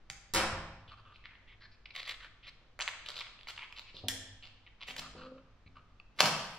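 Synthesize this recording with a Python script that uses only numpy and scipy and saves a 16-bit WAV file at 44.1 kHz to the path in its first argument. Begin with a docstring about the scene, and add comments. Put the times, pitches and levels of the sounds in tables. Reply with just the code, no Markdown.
"""A matchbox handled close below the microphone, over a wooden table in a bare, echoing room: it is picked
up, its drawer slides open, fingers fish out a match and push the drawer shut; at last the match is struck.
Card and sticks are noise through damped resonances; the match is a scrape, a sharp pop and flaring gas noise.
Scissors set down first and a pocket knife knocked later ring with decaying modes, as does the table.
Skin judders over the table top as the box is steadied; echoes, standing waves and a low hush fill the room."""
import sys
import numpy as np
from scipy import signal
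from scipy.fft import rfft, irfft, next_fast_len
from scipy.io import wavfile

SR = 44100
rng = np.random.default_rng(int(sys.argv[2]) if len(sys.argv) > 2 else 0)


def digitize_waveform(pressure):
    """Quantize a signal to 16-bit integers and store it at the path in sys.argv[1].

    Rows of a 2-D input are taken as channels; values are limited to [-1, 1].
    """
    field = np.atleast_2d(pressure).T
    bounded = np.clip(field, -1, 1)
    quanta = np.round(bounded * 32767).astype(np.int16)
    wavfile.write(sys.argv[1], SR, quanta)


N = 290561
T = np.arange(N) / SR

# cardboard and matchsticks ticking: (time [s], length [s], level over 5 ms before the trim [dB],
# lower wall [Hz], upper wall [Hz], upper wall [dB], contact)
TICKS = [(.918, 0.0021, -52, 2600, 4300, 6, "base"), (1.159, 0.0014, -53.5, 2500, 3900, -10, "corner"),
         (1.24, 0.0016, -56, 1900, 3200, -5, "finger"),
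         (1.256, 0.00087, -45.5, 2200, 3900, -10.5, "finger"),
         (1.309, 0.0023, -59, 2200, 3200, -4, "finger"), (1.353, .0023, -55, 1900, 2900, -3, "finger"),
         (1.856, 0.0068, -44.5, 2200, 4100, -6.5, "finger"), (1.905, .007, -47.5, 2300, 4000, -5, "finger"),
         (1.95, 0.0079, -41.5, 2100, 3500, -4, "drawer"), (1.9615, 0.004, -37.5, 2100, 3700, -3, "drawer"),
         (1.984, 0.0043, -48, 2100, 3600, 2, "drawer"), (2.029, 0.0044, -43, 2200, 3900, 3, "drawer"),
         (2.061, 0.0025, -49, 2200, 4100, 10, "drawer"), (2.075, 0.011, -38, 2100, 3700, -4, "drawer"),
         (2.091, 0.0085, -37, 2100, 3900, 6, "drawer"), (2.791, 0.002, -40, 2300, 3500, -3, "floor"),
         (2.801, 0.0047, -35, 2200, 3400, -15, "tray"), (2.8075, 0.0041, -33, 2300, 3800, -5, "edge"),
         (2.815, 0.0023, -34.5, 2100, 3600, 4, "tray"), (2.8198, 0.0083, -33.5, 2300, 3500, 9.5, "edge"),
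         (2.8775, 0.00028, -29, 2120, 3200, -7, "tray"), (2.8826, 0.0006, -36, 2700, 3400, 2, "stick"),
         (2.888, 0.0015, -38, 1920, 3200, -13, "tray"), (3.061, 0.0042, -41.5, 3000, 3900, -5, "stick"),
         (3.0866, 0.0027, -37.5, 3100, 4080, 3, "stick"), (3.0947, 0.0034, -45.5, 2400, 3360, 5, "floor"),
         (3.103, .002, -42, 2900, 3740, 11, "stick"), (3.117, .002, -48.5, 2700, 3900, 5, "stick"),
         (3.142, 0.002, -49, 2650, 3750, 1, "stick"), (3.157, 0.0018, -48.5, 2900, 4200, 13, "stick"),
         (3.166, 0.0038, -42.5, 2900, 3800, 1, "stick"), (3.179, 0.0012, -42.5, 2700, 3900, 7.5, "stick"),
         (3.189, 0.0022, -42, 2700, 3800, 10.5, "stick"), (3.208, 0.0024, -40, 2200, 3850, 6.5, "tray"),
         (3.2125, .002, -39, 2200, 3400, -7.5, "tray"), (3.2187, 0.0021, -44.5, 2260, 3480, 1.5, "tray"),
         (3.39, 0.0038, -55, 2600, 3320, -2.5, "stick"), (3.4105, .0015, -53, 2470, 3200, -6, "stick"),
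         (3.4317, 0.0022, -52.5, 3000, 3600, 0.5, "stick"), (3.4716, 0.0018, -44.5, 2370, 3200, -6, "tray"),
         (3.4838, .006, -40.5, 2650, 4160, 11, "tray"), (3.5643, 0.0012, -50, 2900, 3520, 7.5, "stick"),
         (3.5769, .0045, -42, 2300, 3100, -1.5, "tray"), (3.592, 0.0035, -45.5, 2300, 3300, -1, "tray"),
         (3.619, 0.0071, -49.5, 2300, 3300, 0, "tray"), (3.6445, .0026, -50, 2200, 3200, -2, "tray"),
         (3.706, 0.003, -60.5, 2560, 3200, -6, "stick"), (3.725, 0.0019, -45.5, 2550, 3200, -7.5, "stick"),
         (3.7843, .0026, -47, 2880, 3700, 0, "stick"), (3.7942, .0012, -43, 2940, 3610, 1.5, "stick"),
         (3.8168, 0.0029, -52.5, 2900, 3600, 2.5, "stick"), (3.9655, 0.006, -46.5, 3000, 3860, 1, "corner"),
         (4.8245, 0.0055, -44.5, 2230, 3460, -2, "finger"), (4.832, 0.003, -48, 2440, 3200, -13, "corner"),
         (4.8815, 0.0081, -41, 2560, 3400, -6, "stick"), (4.9075, .0033, -47, 2670, 3400, -7, "stick"),
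         (4.964, .006, -40.5, 2300, 3870, -6, "edge"), (4.992, 0.0075, -38, 3000, 5000, 0, "edge"),
         (5.06, 0.0047, -53.5, 2800, 3600, -3, "base"), (5.21, 0.025, -46, 2790, 4250, -5, "base"),
         (5.378, .015, -56, 2650, 3600, -8, "base"), (5.768, 0.0035, -52, 2690, 4200, -25, "base"),
         (5.783, 0.0017, -59.5, 2690, 4200, -19, "base"), (5.999, .0025, -49, 2600, 4650, -20.5, "head")]
# strokes of rubbing, from picking up the box to steadying it: (time [s], length [s],
# level before the trim [dB], lower wall [Hz], upper wall [Hz], upper wall [dB], contact)
RUBS = [(.874, 0.031, -57.5, 3050, 4400, -17, "corner"), (0.904, 0.049, -54.5, 2600, 4300, -6, "base"),
        (0.964, 0.047, -60, 2700, 4500, -4, "base"), (1.033, 0.12, -60.5, 2630, 3400, -1, "base"),
        (1.13, 0.043, -64.5, 2630, 4120, 0, "corner"), (1.238, .04, -56.5, 1940, 3000, -1, "finger"),
        (1.279, 0.069, -62, 1880, 2770, -8, "finger"), (1.464, .097, -60.5, 2100, 3400, -4, "grip"),
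        (1.597, 0.076, -57, 1720, 4300, -3.5, "grip"), (1.705, 0.058, -68, 2440, 4900, 3, "grip"),
        (1.932, 0.1, -45.5, 1960, 3600, 5, "drawer"), (2.024, 0.064, -50.5, 2040, 3870, 2, "drawer"),
        (2.081, 0.046, -40.5, 2030, 3780, 0, "drawer"), (2.108, 0.047, -48, 1850, 3720, -1, "drawer"),
        (2.188, 0.098, -52.5, 1610, 3300, -2, "drawer"), (2.421, 0.064, -57, 2100, 3280, 3, "finger"),
        (2.463, 0.04, -50, 2170, 4160, 0.5, "drawer"), (3.051, 0.057, -52, 2680, 3820, 3, "stick"),
        (3.149, 0.074, -47, 2650, 3840, 7, "stick"), (3.232, .06, -55, 2180, 3600, -5.5, "tray"),
        (3.471, 0.043, -46, 2580, 4120, -4, "edge"), (3.568, 0.095, -48.5, 2330, 3160, -7.5, "tray"),
        (3.754, 0.046, -51.5, 2550, 3840, 1.5, "stick"), (3.861, .05, -57.5, 2470, 4390, -8, "corner"),
        (3.934, 0.077, -55, 2980, 4220, 6.5, "corner"), (4.421, 0.029, -52, 2760, 4400, -14, "corner"),
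        (4.446, 0.034, -55, 2900, 4400, -2, "stick"), (4.661, 0.02, -55.5, 2200, 3310, -4.5, "finger"),
        (4.798, 0.053, -50, 2490, 3660, 2, "tray"), (4.862, 0.064, -46, 2600, 3630, -3, "edge"),
        (4.976, 0.024, -43.5, 3000, 4850, 0.5, "edge"), (4.999, 0.085, -53, 2630, 3870, 2, "base"),
        (5.145, 0.15, -55, 2790, 4250, 1, "base"), (5.657, 0.029, -62, 2350, 4080, -6, "head"),
        (5.748, 0.059, -60.5, 2670, 4350, -28, "base")]
# what touches what: contact: (sharpness [Q], hollow [Hz], hollow [dB], knock [dB], crisp at FIRM_DB [dB],
# room echo [dB], slips when rubbing [1/s], unevenness of grip [dB])
CONTACTS = {"finger": (4, 1203, -18.5, -21, -43, -0.5, 2500, 0),
            "grip": (6, 1197, -17, -25, -37, -4, 4000, 1.5),
            "corner": (5, 1200, -19.5, -20, -22.5, 2, 2500, 1),
            "head": (11.5, 1200, -11, -18, -36, -7, 2500, 0.5),
            "base": (6, 1225, 7, -6, -37, -5, 1500, 2.5), "floor": (1.5, 1047, 3.5, -2, -10, 3.5, 1500, 3),
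            "drawer": (4, 1164, -12.5, -15.5, -19, -6.5, 3001, 5),
            "tray": (3, 1055.5, -7.5, -21.5, -27, -2.5, 898.5, 5.5),
            "stick": (2.5, 1037, -9.5, -16.5, -17, -1, 450, 0.5),
            "edge": (1.5, 954.5, -9, -24, -10, -0.5, 2200, 2.5)}
# fibres snapping: (frequency [Hz], level [dB])
CRISP = [(4000, -69), (5400, 3.5), (6200, 6.5), (7500, 5), (9000, -5.5), (13000, -2.5), (15000, -5.5)]
# a contact firmer than FIRM_DB has a stronger crisp edge but a lower treble limit; a lighter one a weaker edge
FIRM_DB, CRISP_PER_DB = -35.5, 0.7
FIRM_HZ, OCTAVES_PER_DB = 10500, -0.36  # treble limit at FIRM_DB and its shift

# the match head scraping and cracking alight: (time [s], length [s], level over 5 ms [dB], lower wall [Hz],
# upper wall [Hz], upper wall [dB], hollow [dB], crisp [dB], hollow [Hz], knock [dB])
POPS = [(6.1876, 0.018, -31.5, 2400, 4500, -11, -7, -23, 1180, -19),
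        (6.2025, 0.004, -29.5, 2700, 4780, 4, -9, -17, 1180, -14),
        (6.2052, 0.0015, -17, 2900, 4940, 2, -5.5, -15, 1020, -9.5),
        (6.207, 0.00082, -28.5, 2700, 4600, 0, -4.5, -30, 1100, -19),
        (6.2127, 0.0024, -31, 2700, 4000, -3, -5, -34, 1180, -17),
        (6.218, 0.0012, -43, 2770, 4480, -6, -6, -18, 1180, -21)]
# colour of the burning gas: (frequency [Hz], level [dB])
FLAME = [(40, -43), (100, -19), (170, -5), (280, -7), (660, 0.5), (850, 0), (1220, -3), (1750, -8),
         (2300, -6.5), (2900, -3), (4000, -10), (5500, -7), (6500, -20), (10000, -25.5), (15000, -28)]
SCRAPE_S, SCRAPE_DB = 0.0145, -43.5  # the head drags along the striker just before it lights
FLASH_DB, FLASH_FALL_S = -18, 0.0038  # the first spot ignites
FLARE_DELAY_S, FLARE_WIDTH_S, FLARE_DB = 0.049, 0.029, -30.5  # the whole head catches
BURN_DB, BURN_FALL_S = -39.5, 0.14  # and burns down
ROAR_DB, ROAR_DELAY_S, ROAR_FALL_S = -44.5, .035, 0.14  # a low flutter sets in after ignition and dies away

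# the scissors land and rock to rest: (time [s], blow [dB])
LANDING = [(.338, -7), (.3475, -3), (.359, -1), (.368, -3), (.377, -2), (.39, -4.5), (.4, -3.5),
           (.432, -11), (.441, -12.5), (.472, -15.5), (.53, -15), (.572, -12), (.6, -16)]
# colour of the clattering scissors: (frequency [Hz], level [dB])
CLATTER = [(100, -22), (400, -7.5), (1000, -1.5), (2000, -2.5), (4000, -5), (4700, -7), (5400, -4.5),
           (6600, -18.5), (7600, -22), (10000, -17.5), (15000, -18)]
HARD_HZ, SOFT_HZ, SOFTEN_S = 18900, 1250, 0.022  # steel lands first, then ever softer blows of the handles
RATTLE_PER_S, RATTLE_FALL_S = 1500, 0.018  # the loose pivot chatters after each blow
# steel touching down: (time [s], length [s], level over 5 ms before the hardness filter [dB],
# lower wall [Hz], upper wall [Hz], upper wall [dB], hollow [dB], crisp [dB],
# jangle [dB], ring [dB], hardness [Hz], what is struck)
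STEEL_TAPS = [(0.0996, .003, -39, 2590, 4300, -1, -4.5, -6.5, -16, -10, 10500, "blades"),
              (0.337, .003, -35.5, 3600, 5310, 11.5, -19.5, -1.5, -12.5, -17, 18000, "blades"),
              (.347, .002, -35.5, 3590, 5290, 6.5, -19.5, 2, -7.5, -10.5, 18000, "blades"),
              (4.0837, .0032, -27.5, 2950, 3990, -0.5, -24.5, -7.5, -7, -14, 18000, "knife")]
# loose steel parts: (frequency [Hz], level [dB])
JANGLE = [(300, -15.5), (750, -6.5), (1300, -4), (1800, 13.5), (3200, -8.5), (5500, 7), (7400, -5),
          (9000, -16), (15000, -9.5)]
# what the scissor blades ring with: (frequency [Hz], t60 [s], level [dB])
BLADES = [(791, .12, 3.5), (1360, .09, -3.5), (2164, .07, -2), (2620, .06, 3), (3074, .056, -4),
          (3860, .07, 1.5), (5250, .1, 2), (6270, .1, -9), (7580, .12, -2.5), (7700, .12, -9.5)]
# what the pocket knife rings with: (frequency [Hz], t60 [s], level [dB])
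KNIFE = [(1780, 0.26, -2), (1890, 0.28, -2), (2950, 0.13, -5), (5460, .13, -5), (5860, 0.18, -16),
         (7000, 0.33, -5), (7270, 0.33, -1.5), (11200, 0.21, -14)]

# hands, scissors and box bumping the table: (time [s], blow before the trim [dB],
# contact softness [Hz], spot)
BUMPS = [(.1, -16.5, 128, "middle"), (.342, -7, 400, "middle"), (0.529, -2.5, 76, "middle"),
         (.574, -8, 75, "middle"), (.775, -13.5, 90, "edge"), (.861, -19.5, 90, "edge"),
         (1.414, -36, 708, "edge"), (2.614, -31, 1285, "middle"), (3.942, -17.5, 353, "middle"),
         (4.038, -3, 420, "edge"), (4.058, -14.5, 450, "edge"), (4.087, -14, 450, "edge"),
         (4.887, -16, 544, "edge"), (4.989, -14, 500, "edge"), (5.15, -12.5, 450, "middle"),
         (5.661, -16, 104, "edge")]
# what the table top rings with: (frequency [Hz], t60 [s], level struck in the middle [dB],
# level struck at the front edge [dB])
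TABLE = [(56, .28, 9, -4.5), (101.9, .25, 0, 10), (162.2, 0.1, -1, -8.5), (212, 0.21, 1.5, -1),
         (267.2, 0.32, -9, 4.5), (338.7, .15, 6.5, -13.5), (414, 0.061, 4.5, -8.5), (527, .12, 9, 1),
         (946, .14, 4.5, -4), (1062, .1, 5.5, -9), (1180, .14, 1, -7), (1435, 0.061, 2, -11.5),
         (1615, 0.09, -6.5, -12.5), (1818, .1, 6, -11)]
JUDDER_S, JUDDER_LENGTH_S, JUDDER_DB = 5.125, 0.31, -51.5  # skin judders over the table top
JUDDER_HZ, JUDDER_SLOW_HZ, JUDDER_RISE_S = 264.8, 224.8, 0.0617  # the slips speed up to a steady rate

# difference between the microphone ports for near sound: (frequency [Hz], side level [dB])
PORTS = [(60, -26), (400, -23.5), (1300, -15), (2500, -13), (4500, -8), (8000, 5.5), (15000, -0.5)]
# the room: (frequency [Hz], t60 [s], echo [dB], side relative to echo [dB])
ROOM = [(60, 1.3, -2.5, -28), (254, 0.68, -6, -20.5), (710, 0.85, -0.5, -15.5), (1340, 0.81, 2, -8),
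        (2500, 0.82, -2.5, -2.5), (4400, 0.71, -4, 1), (8600, 0.5, 7, -1), (14940, 0.15, -5, 3.5)]
# standing waves of the room: (frequency [Hz], t60 [s], level [dB])
STANDING = [(57.4, .26, -11), (94.9, 1, 0.5), (162, 0.97, 4.5), (210.9, 1, -2), (264.7, 0.84, 0),
            (370, .6, -5), (522, 0.57, -5.5), (654, .9, -0.5), (669, 1, 3.5), (769, 1, -3.5),
            (949, .8, -0.5), (1152, .8, -1), (1298, 0.6, 0.5), (1510, .8, 1.5)]
DIFFUSE_S = .13  # single reflections thicken into a smooth tail
# colour of the quiet room: (frequency [Hz], level [dB])
HUSH = [(15, 3), (30, -13.5), (49, 4.5), (72, -21), (100, -5), (130, -15), (360, -23.5), (700, -25.5),
        (1300, -27), (3500, -35), (6000, -44), (14000, -78)]
HUSH_DB = -61
TOP_HZ = 15400  # upper limit of the phone


def matchbox(tick_db=-1.0, rub_db=-2):
    """Card and sticks tick and rub, firmer ones with more crisp edge; gives near sound and the room's share."""
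    direct, spill = np.zeros((2, N))
    for table in (TICKS, RUBS):
        for s, length, db, lower_hz, upper_hz, upper_db, contact in table:
            q, hollow_hz, hollow_db, knock_db, crisp_db, echo_db, per_s, patchy_db = CONTACTS[contact]
            firmness = db - FIRM_DB
            crisp_db = crisp_db + CRISP_PER_DB * firmness
            # each grip tunes the walls anew
            timbre = lower_hz, upper_hz, upper_db, hollow_db, crisp_db, hollow_hz, knock_db, q
            if table is TICKS:
                x = tick(length, db + tick_db, *timbre)
            else:
                x = rub(length, db + rub_db, per_s, patchy_db, *timbre)
            limit_hz = max(FIRM_HZ * 2 ** (OCTAVES_PER_DB * firmness), 7900)
            x = sift(x, limit_hz, "low", order=6)
            add(direct, s, x)
            add(spill, s, amp(echo_db) * x)
    return direct, spill


def tick(length, db, *timbre):
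    """One hard contact and a short spray of slips that swells and fades after it."""
    count = int(length * SR) + 2
    spray = np.sin(np.pi * np.linspace(0, 1, count) ** 0.53)
    push = unit(rng.standard_normal(count) * spray) * np.sqrt(length / 0.00053)
    push[0] -= 1  # the hard contact
    return amp(db) * np.sqrt(SR / 200) * body(push, *timbre)  # level over 5 ms


def rub(length, db, per_s, patchy_db, *timbre):
    """A stroke of stick and slip whose grip comes and goes."""
    count = int(length * SR)
    grip = np.interp(T[:count], np.arange(60) / 170, rng.standard_normal(60))  # 170 random points per s
    slips = grit(count, per_s=per_s, spread_db=-2.5)
    push = slips * amp(patchy_db * grip) * signal.windows.tukey(count, .5)
    return amp(db) * np.sqrt(count) * body(push, *timbre)


def body(push, lower_hz, upper_hz, upper_db, hollow_db, crisp_db, hollow_hz=1180, knock_db=-17, q=2.3,
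         skirt=0.12):
    """A small, damped thing: two wall resonances, a hollow under them, a crisp edge above and a low knock."""
    push = np.pad(push, (0, SR // 50))  # room to ring out

    def wall(hz):
        """One wall: a sharp resonance on a broad skirt, band limited."""
        x = resonate(resonate(push, hz, q), hz, q * skirt)
        return unit(sift(sift(x, 770, "high"), 5230, "low", order=10))

    walls = unit(wall(lower_hz) - amp(upper_db) * wall(upper_hz))
    hollow = resonate(resonate(push, hollow_hz, q * .7), hollow_hz, q * .4)
    hollow = unit(sift(hollow, 350, "high"))
    crisp = unit(colour(push, CRISP))
    knock = unit(sift(push, [520, 930], "band"))
    return unit(walls + amp(hollow_db) * hollow + amp(crisp_db) * crisp + amp(knock_db) * knock)


def match(puff_db=-3, sputter_db=2.5, sizzle_db=-1.0):
    """The head scrapes, pops with a puff of pressure and burns: rushing gas, sizzling grains, low flutter."""
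    ignition_s = max(POPS, key=lambda pop: pop[2])[0]  # the loudest crack
    rush = unit(rng.standard_normal(N)) * amp(sputter_db * waver(95))
    grains = unit(grit(N, per_s=1000, spread_db=4.5))
    sizzle = sift(grains, 1460, "high", order=1) * amp(sputter_db * waver(140))
    gas = colour(sift(rush, 3000, "low", order=1) + amp(sizzle_db) * sizzle, FLAME)
    flutter = unit(sift(rng.standard_normal(N), [125, 210], "band"))
    roar = flutter * amp(ROAR_DB) * fall(ignition_s + ROAR_DELAY_S, ROAR_FALL_S)
    out = (unit(gas) * gas_flow(ignition_s) + roar) * np.sqrt(N)
    for s, *crack in POPS:
        add(out, s, tick(*crack))
    puff = unit(sift(signal.unit_impulse(SR // 50), [330, 1100], "band"))
    add(out, ignition_s, amp(puff_db) * puff)
    return out


def gas_flow(ignition_s):
    """Strength of the rush: a scrape, a flash, the flare of the whole head and a dying burn."""
    scrape = amp(SCRAPE_DB) * (T > ignition_s - SCRAPE_S) * (T < ignition_s)
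    flash = amp(FLASH_DB) * fall(ignition_s, FLASH_FALL_S)
    flare = amp(FLARE_DB) * np.exp(-.5 * ((T - ignition_s - FLARE_DELAY_S) / FLARE_WIDTH_S) ** 2)
    burn = amp(BURN_DB) * fall(ignition_s, BURN_FALL_S)
    return np.sqrt(scrape ** 2 + flash ** 2 + flare ** 2 + burn ** 2)


def scissors(table_db=-7, clatter_db=-3, blade_db=-14):
    """Handles and blades clatter down and set the table ringing; the later, softer blows are dull."""
    out = np.zeros(N)
    first_s = LANDING[0][0]
    for s, db in LANDING:
        soft_hz = SOFT_HZ + (HARD_HZ - SOFT_HZ) * np.exp((first_s - s) / SOFTEN_S)
        clatter = unit(colour(rattle(RATTLE_PER_S, RATTLE_FALL_S), CLATTER))
        blow = amp(table_db) * table_ring("middle") + amp(clatter_db) * clatter
        blow = blow + amp(blade_db) * ring(BLADES)
        add(out, s, amp(db) * sift(blow, soft_hz, "low"))
    return out


def steel():
    """Scissor blades and later the pocket knife are knocked, jangle and ring, each with its own modes."""
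    out = np.zeros(N)
    for s, *touch, jangle_db, ring_db, hard_hz, thing in STEEL_TAPS:
        tap = sift(tick(*touch), hard_hz, "low", order=6)
        jangle = unit(colour(rattle(700, 0.035), JANGLE))
        modes = BLADES if thing == "blades" else KNIFE
        after = amp(jangle_db) * jangle + amp(ring_db) * ring(modes)
        add(out, s, tap)
        add(out, s, np.linalg.norm(tap) * after)  # scaled by the strength of the tap
    return out


def rattle(per_s, decay_s, count=SR // 3):
    """Loose parts chatter in tiny clicks that die away."""
    return grit(count, per_s, spread_db=1.5) * np.exp(-T[:count] / decay_s)


def bumps(bump_db=-13):
    """Soft blows reach only the low modes of the table."""
    out = np.zeros(N)
    for s, db, soft_hz, spot in BUMPS:
        thud = unit(sift(burst(0.0039), [70, 900], "band"))
        blow = sift(table_ring(spot) + 0.99 * thud, 50, "high")
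        add(out, s, amp(db + bump_db) * unit(sift(blow, soft_hz, "low")))
    return out


def table_ring(spot):
    """The table top after a blow in the middle or at the front edge, which excite its modes differently."""
    modes = [(hz, t60, middle_db if spot == "middle" else edge_db) for hz, t60, middle_db, edge_db in TABLE]
    return ring(modes)


def judder(wobble=0.018, first_db=-4, ragged_db=3):
    """Nearly regular slips of skin on varnish swell and fade, uneven in rate and strength."""
    hz = JUDDER_HZ + (JUDDER_SLOW_HZ - JUDDER_HZ) * fall(JUDDER_S, JUDDER_RISE_S)
    phase = 2 * np.pi * np.cumsum(hz * (1 + wobble * waver(46.7))) / SR
    slips = amp(first_db) * np.sin(phase) + np.sin(2 * phase)
    swell = np.sin(np.pi * np.clip((T - JUDDER_S) / JUDDER_LENGTH_S, 0, 1))
    return slips * swell * amp(JUDDER_DB + ragged_db * waver(50))


def near(x, aside_db=0):
    """Direct sound is equally loud at both microphone ports, but out of step in the treble, more from aside."""
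    size = next_fast_len(N + 1024)
    hz = np.fft.rfftfreq(size, 1 / SR)
    skew = 1j * np.sqrt(2) * np.sin(2 * np.pi * hz * 0.00028)
    side = irfft(rfft(x, size) * skew * amp(aside_db + contour(PORTS, size)), size)[:N]
    return pair(x, side)


def room(x, build_s=0.001, standing_db=-20, size=512):
    """Separate reflections thicken into a tail, the treble dying soonest; a few standing waves hang on."""
    density = np.clip(.012 + (T[:SR] / DIFFUSE_S) ** 2, .001, 1)
    echoes = rng.standard_normal((2, SR)) * (rng.random((2, SR)) < density) / np.sqrt(density)
    _, t, noise = signal.stft(echoes, SR, nperseg=size)
    t60, db, side_db = (contour(np.array(ROOM)[:, [0, k]], size)[:, None] for k in range(1, 4))
    fade = np.exp(-np.log(1000) * t / t60)
    fade = fade * np.sqrt(2 * np.log(1000) / t60 / SR)  # unit energy at every pitch
    mid, side = signal.istft(noise * fade * amp([db, db + side_db]), SR, nperseg=size)[1][:, :SR]
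    tail = pair(mid, side) * (1 - np.exp(-T[:SR] / build_s))
    tail = tail + amp(standing_db) * ring(STANDING, count=SR)
    return signal.fftconvolve(x[None], tail, axes=1)[:, :N]


def hush():
    """Low rumble and faint hiss of the quiet room, wider in the treble."""
    mid, side = (unit(colour(rng.standard_normal(N), HUSH)) * np.sqrt(N) for _ in range(2))
    side = colour(side, [(100, -16.0), (600, -9.0), (2500, -4.0), (8000, 0)])  # (Hz, dB)
    return amp(HUSH_DB) * pair(mid, side)


def ring(modes, count=SR // 3):
    """Decaying modes after one blow; each blow lands on a slightly different spot."""
    t = T[:count]
    out = np.zeros(count)
    for hz, t60, db in modes:
        level = amp(db + rng.normal(0, 1.0))
        tone = np.sin(2 * np.pi * hz * rng.normal(1, 0.0025) * t)
        out += level * unit(tone * np.exp(-np.log(1000) * t / t60))
    return unit(out)


def grit(count, per_s, spread_db):
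    """Tiny slips of either sign at random moments; exponential draws spread their strength in dB."""
    size = amp(spread_db * np.minimum(rng.exponential(size=count), 3.5))
    return (rng.random(count) < per_s / SR) * size * rng.choice([-1, 1], count)


def burst(decay_s, count=SR // 3):
    """Noise that dies away exponentially."""
    return rng.standard_normal(count) * np.exp(-T[:count] / decay_s)


def waver(hz):
    """A smooth random wander with a spread of one."""
    return unit(sift(rng.standard_normal(N), hz, "low")) * np.sqrt(N)


def fall(s, time_s):
    """Nothing until time s, then an exponential fall from one."""
    return (T >= s) * np.exp(-np.maximum(T - s, 0) / time_s)


def resonate(x, hz, q):
    """One broad resonance."""
    return signal.lfilter(*signal.iirpeak(min(hz, SR / 4), max(q, .6), fs=SR), x)


def sift(x, hz, kind, order=2):
    """Butterworth filter."""
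    hz = np.clip(hz, 10, SR / 2 - 1000)
    return signal.sosfilt(signal.butter(order, hz, kind, fs=SR, output="sos"), x)


def colour(x, points, size=4096):
    """Causal, minimum-phase filter with a spectrum of (Hz, dB) points."""
    cepstrum = irfft(np.log(amp(contour(points, size))))
    cepstrum[1:size // 2] *= 2
    cepstrum[size // 2 + 1:] = 0
    return signal.fftconvolve(x, irfft(np.exp(rfft(cepstrum))))[:len(x)]


def contour(points, size):
    """Join (Hz, value) points over the bins of a transform."""
    hz, value = np.transpose(points)
    return np.interp(np.log(np.fft.rfftfreq(size, 1 / SR) + 1), np.log(hz), value)


def amp(db):
    """Decibels to gain."""
    return 10 ** (np.asarray(db) / 20)


def unit(x):
    """Scale to an energy of one."""
    return x / np.sqrt(np.sum(x ** 2) + 1e-20)


def add(track, s, x):
    """Mix x into the track from time s on."""
    i = int(s * SR)
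    track[i:i + len(x)] += x[:N - i]


def pair(mid, side):
    """Mid and side to left and right."""
    return np.array([mid + side, mid - side])


def scene():
    """Each source with its own share of room echo; the scissors lie off to one side."""
    box, box_spill = matchbox()
    clatter = scissors()
    # (near sound, gain into the room)
    sources = [(match(), amp(-1.0)), (steel(), amp(-2.0)), (bumps(), amp(7.5)), (judder(), amp(-10.0))]
    direct = box + sum(x for x, wet in sources)
    spill = amp(-1.5) * box_spill + amp(3) * clatter + sum(x * wet for x, wet in sources)
    return near(direct) + near(clatter, aside_db=8.0) + room(spill) + hush()


def record(dry):
    """The phone cuts the top of the treble with a steep low-pass."""
    return signal.sosfilt(signal.ellip(8, .2, 70, TOP_HZ, fs=SR, output="sos"), dry)


dry = scene()
out = record(dry)
digitize_waveform(out)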